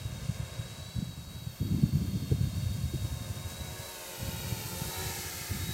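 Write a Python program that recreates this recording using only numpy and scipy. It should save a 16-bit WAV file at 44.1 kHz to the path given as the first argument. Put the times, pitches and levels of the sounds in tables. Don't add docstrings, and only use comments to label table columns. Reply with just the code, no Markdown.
import sys
import numpy as np
from scipy import signal
from scipy.fft import rfft, irfft
from scipy.io import wavfile
from scipy.ndimage import uniform_filter1d, map_coordinates

SR = 44100
rng = np.random.default_rng(int(sys.argv[2]) if len(sys.argv) > 2 else 0)


def waveform_to_disk(signal):
    frames = np.transpose(np.atleast_2d(signal))
    scaled = np.clip(frames, -1, 1) * 32767
    samples = np.round(scaled).astype(np.int16)
    wavfile.write(sys.argv[1], SR, samples)


N = 252693
TIME = np.arange(N) / SR

# time in seconds, whine in Hz.
THROTTLE = [(0.0, 3833), (0.23, 3690), (0.93, 3941), (1.23, 3810), (1.42, 3880), (1.56, 3660), (1.66, 3803),
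            (1.91, 3640), (3.19, 3778), (3.32, 3690), (3.52, 3858), (3.78, 3866), (3.87, 3946),
            (4.01, 3767), (4.52, 3785), (4.69, 3621), (5.01, 3946), (5.2, 3800), (5.53, 3685),
            (5.692, 3840), (5.73, 3810)]
# whine at hover in Hz, share of the throttle changes, slow trim of the
# whine in Hz, relative levels of buzz, air rush and whine in dB, flutter as a share of the speed.
ROTORS = [(3800, 0.98, 0, 0, -2, 0, 0.00402), (3239, .35, 42, -4, -8.5, -7.5, 0.00688),
          (4344, .55, 42, -9, -2.5, -3.5, 0.00706), (4531, .25, 28, -16.5, -1.5, 0.5, 0.00504)]
# frequency in Hz, relative level in dB.
BUZZ_COLOUR = [(90, -20), (180, -6), (320, 2), (450, -2), (550, -1), (750, 1), (920, -1), (1100, -8),
               (1400, -5), (2500, -11), (3500, -19)]
WHINE_ORDERS = (42, 56, 84)
WHINE_ORDERS_DB = (0, -16, -14)
# time in seconds, base level at hover speed in dB
WHINE_LEVELS = [(0, -55, -69), (1.3, -59.5, -62.5), (2.25, -54.5, -55.5), (3.55, -53.5, -69),
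                (3.88, -59, -75), (4.42, -50.5, -56), (5.06, -54.5, -69), (5.32, -64, -58),
                (5.68, -47, -59)]
# time in seconds, swell in dB,
# relative levels of low rush, top rush and blade buzz in dB.
APPROACH = [(0, -3, 1.5, -7, -1.5), (.55, -2, 2, -8.5, 0.5), (1.26, -6, -0.5, -5, -4),
            (2.3, -2.5, 1.5, -5.5, -11.5), (3.1, 0, -3.5, -4, -1), (3.7, 2, -6.5, -6, 1.5),
            (4.72, 6.5, -6.5, -4.5, -1.5), (5.03, 9.5, -7, -6.5, 0), (5.3, 8.5, -5.5, -5, -8.5),
            (5.73, 5.5, -6, -3, -7.5)]
# frequency in Hz, relative level in dB.
RUSH_COLOUR = [(150, -10), (280, 4.5), (450, 2), (700, 4), (1000, -3.5), (1900, -2), (2700, 0.5),
               (3400, -2), (4500, 2), (5200, 0), (6000, 1), (8700, 0.5), (9550, -5.5), (11300, -5.5),
               (13500, -11.5), (15700, -8)]
# time in seconds, rasp centre in Hz,
# its relative level in dB, sheen centre in Hz, its relative level in dB.
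BANKING = [(3.4, 2758, -30, 11150, -12.5), (4.0, 2770, -7.5, 11200, -4), (4.58, 2643, -5.5, 12900, -11),
           (4.8, 2400, -15, 11170, -4.5), (5.05, 2002, -7, 12080, -6.5), (5.6, 1849, -4.5, 12450, -9)]
# time in seconds, lag behind the direct sound in milliseconds.
GROUND_LAG = [(0, 1.84), (3.9, 1.83), (4.15, 2.02), (5.35, 2.35)]
# time in seconds, pitch in Hz, level in dB.
SWITCHING = [(0, 14222, -68), (.9, 14182, -71), (1.6, 14210, -62), (3.1, 14235, -65), (4.1, 14214, -59),
             (4.5, 14210, -53), (5.0, 14198, -54), (5.4, 14156, -54.5)]
# offset from that whistle in Hz, level relative to it in dB.
CONTROLLERS = [(0, 0), (320, -3), (722, -12), (-180, -19)]
# start and length in seconds, levels of large and small eddies in dB.
GUSTS = [(0, 0.89, -38, -50), (0.934, 0.12, -34.5, -43), (1.15, 0.38, -42, -51), (1.598, 0.63, -30, -32),
         (2.271, 1.52, -30, -40.5), (4.171, 0.73, -37.5, -46), (4.961, .12, -36.5, -51),
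         (5.101, 0.39, -44, -57), (5.494, 0.34, -35.5, -41)]
# frequency in Hz, relative level in dB.
RUMBLE_COLOUR = [(12, -52), (20, -36), (80, -1), (128, -2), (177, -3.5), (248, 3), (400, -13), (520, -50),
                 (880, -120)]
# start in seconds, relative peak level in dB, pitch in Hz,
# relative level of the small eddies in the wake in dB.
BUFFETS = [(0.047, -24.5, 94, -46), (0.285, -18, 132, -55), (0.392, -22.5, 116, -54),
           (0.586, -23, 108, -60), (1.017, -22, 175, -46), (1.462, -24, 123, -52), (1.619, -21, 193, -38),
           (1.828, -10.5, 153.5, -38), (1.945, -14, 136.5, -46), (2.312, -14, 126.3, -28.5),
           (2.402, -17, 122.8, -43.5), (2.656, -20.5, 93, -60), (2.829, -21, 112.2, -62),
           (2.934, -25.5, 102.4, -38.5), (3.039, -21.5, 102.2, -45), (4.515, -21, 115, -45),
           (4.809, -23, 139, -50), (5.506, -22.5, 95, -46)]
# frequency in Hz, relative level in dB.
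DISTANT_COLOUR = [(60, 17), (250, 3), (450, -5.5), (800, 1), (1400, 0), (2000, -16), (6000, -40)]


def undb(db):
    return 10 ** (np.asarray(db) / 20)


def unit(x):
    return x / np.sqrt(np.mean(x ** 2))


def curves(table):
    seconds, *columns = np.transpose(table)
    return [np.interp(TIME, seconds, column) for column in columns]


def gain_at(hz, points):
    point_hz, db = np.transpose(points)
    return undb(np.interp(np.log(hz + 1e-9), np.log(point_hz), db))


def colour(x, points):
    return irfft(rfft(x) * gain_at(np.fft.rfftfreq(N, 1 / SR), points), N)


def lowpass(x, hz, order=4):
    return irfft(rfft(x) / (1 + (np.fft.rfftfreq(N, 1 / SR) / hz) ** order), N)


def wander(rate_hz):
    return unit(lowpass(rng.standard_normal(N), rate_hz))


def hold_power(x):
    power = uniform_filter1d(x ** 2, int(.13 * SR))
    return x / np.sqrt(uniform_filter1d(power, int(.09 * SR)))


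def blade_buzz(turns, shaft_hz, imbalance_db=-9):
    buzz = 0
    for k in range(1, 36):
        shake_db = 3 * np.interp(TIME, np.linspace(0, TIME[-1], 200), rng.standard_normal(200))
        gain = gain_at(k * shaft_hz.mean(), BUZZ_COLOUR) * undb(imbalance_db * (k % 2) + shake_db)
        buzz += gain * np.sin(2 * np.pi * (k * turns + rng.random()))
    return unit(buzz)


def chopped_air(turns, depth=0.33):
    return (1 + depth * np.cos(2 * np.pi * 2 * turns)) * rng.standard_normal(N)


def motor_whine(turns, waver_db=2.4):
    whine = 0
    for order, db in zip(WHINE_ORDERS, WHINE_ORDERS_DB):
        whine += undb(db + waver_db * wander(65)) * np.sin(2 * np.pi * order * turns)
    return unit(whine)


def rotors(hover_throttle_hz=3800, flex_turns=0.011, effort_db_per_hz=0.0428):
    throttle_hz = curves(THROTTLE)[0] - hover_throttle_hz
    clearest_db, others_db = curves(WHINE_LEVELS)
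    buzz = rush = whine = 0
    for level_db, rotor in zip([clearest_db] + 3 * [others_db], ROTORS):
        hover_hz, follow, trim_hz, buzz_db, rush_db, whine_db, flutter = rotor
        effort_hz = follow * throttle_hz + trim_hz * wander(2.5)
        shaft_hz = (hover_hz + effort_hz) / WHINE_ORDERS[0] * (1 + flutter * wander(28))
        turns = np.cumsum(shaft_hz) / SR + rng.random()
        buzz += undb(buzz_db) * blade_buzz(turns + flex_turns * wander(28), shaft_hz)
        rush += undb(rush_db) * chopped_air(turns)
        whine += undb(level_db + whine_db + effort_db_per_hz * effort_hz) * motor_whine(turns)
    return unit(buzz), rush, whine


def tilted_rush(rush, low_db, top_db, low_hz=3000, top_hz=10000):
    rush = unit(colour(rush, RUSH_COLOUR))
    low = lowpass(rush, low_hz)
    top = rush - lowpass(rush, top_hz, order=16)
    middle = rush - low - top
    tilted = undb(low_db + 1.63) * low + middle + undb(top_db + 6.5) * top
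    return undb(4 + 0.5 * wander(13)) * tilted


def tip_noise(centre_hz, half_width_hz):
    angle = 2 * np.pi * np.cumsum(centre_hz) / SR
    return unit(wander(half_width_hz) * np.cos(angle) + wander(half_width_hz) * np.sin(angle))


def ground_bounce(direct, share=.56, dull_hz=5500):
    lag_ms, = curves(GROUND_LAG)
    late_samples = np.arange(N) - lag_ms * SR / 1000
    dulled = lowpass(direct, dull_hz, order=2)
    return direct + share * map_coordinates(dulled, [late_samples], order=3)


def controller_whistles(jitter_hz=4, waver_db=1.6):
    hz, db = curves(SWITCHING)
    whistles = 0
    for offset_hz, offset_db in CONTROLLERS:
        turns = np.cumsum(hz + offset_hz + jitter_hz * wander(30)) / SR
        tone = undb(waver_db * wander(19)) * np.sin(2 * np.pi * turns)
        whistles += undb(db + offset_db) * unit(tone)
    return whistles


def gusts(attack_s=0.028, sag_db_per_s=8, release_s=.06, breeze_db=-63):
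    strength = np.full((2, N), undb(breeze_db))
    for start, length, large_db, small_db in GUSTS:
        age = np.maximum(TIME - start, 0)
        shape = np.minimum(age / attack_s, 1) * undb(-sag_db_per_s * age)
        shape *= np.exp(-np.maximum(age - length, 0) / release_s)
        strength = np.maximum(strength, np.outer(undb([large_db, small_db]), shape))
    return strength


def wind(rumble_top_hz=165):
    large_gain, small_gain = gusts()
    lumps = undb(3.6 * wander(28))
    rumble = lowpass(colour(rng.standard_normal(N), RUMBLE_COLOUR), rumble_top_hz, order=8)
    flutter = colour(rng.standard_normal(N),
                     [(110, -6), (175, 9.5), (250, 0), (330, -7), (450, -21.5), (900, -60), (3000, -84)])
    return large_gain * hold_power(lumps * rumble) + small_gain * hold_power(lumps * flutter)


def buffets(flow, rise_s=0.01102, half_width_cycles=0.68, wake_delay_s=0.0089, wake_s=0.0078):
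    out = flow.copy()
    puff = unit(colour(rng.standard_normal(N),
                       [(150, 11.5), (310, 17.5), (560, -1.5), (800, -13), (1500, -64)]))
    for (start, peak_db, hz, wake_db), phase in zip(BUFFETS, rng.random(len(BUFFETS))):
        near = np.abs(TIME - start) < .08
        age = TIME[near] - start
        cycles = (age - rise_s) * hz
        pressure = undb(peak_db - 1) * np.sin(2 * np.pi * (cycles + phase))
        share = np.exp(-(cycles / half_width_cycles) ** 2)
        out[near] += share * (pressure - out[near])
        wake = np.exp(-((age - wake_delay_s) / wake_s) ** 2)
        out[near] += undb(wake_db + 3) * wake * puff[near]
    return out


def town_and_trees(level_db=-56.5):
    return undb(level_db + wander(0.9)) * unit(colour(rng.standard_normal(N), DISTANT_COLOUR))


def scene(mid_distance_db=-53):
    swell_db, low_db, top_db, buzz_db = curves(APPROACH)
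    rasp_hz, rasp_db, sheen_hz, sheen_db = curves(BANKING)
    buzz, rush, whine = rotors()
    air = tilted_rush(rush, low_db, top_db)
    air += undb(rasp_db) * tip_noise(rasp_hz, half_width_hz=600)
    air += undb(sheen_db) * tip_noise(sheen_hz, half_width_hz=1100)
    blades = undb(mid_distance_db + swell_db) * (undb(buzz_db) * buzz + air)
    craft = ground_bounce(blades) + whine + controller_whistles()
    sound = craft + buffets(wind()) + town_and_trees()
    return np.array([sound, sound])


def record(dry, low_cut_hz=44, top_hz=15750):
    dry = signal.sosfilt(signal.butter(2, low_cut_hz, "high", fs=SR, output="sos"), dry)
    return signal.sosfilt(signal.ellip(10, .2, 80, top_hz, fs=SR, output="sos"), dry)


dry = scene()
out = record(dry)
waveform_to_disk(out)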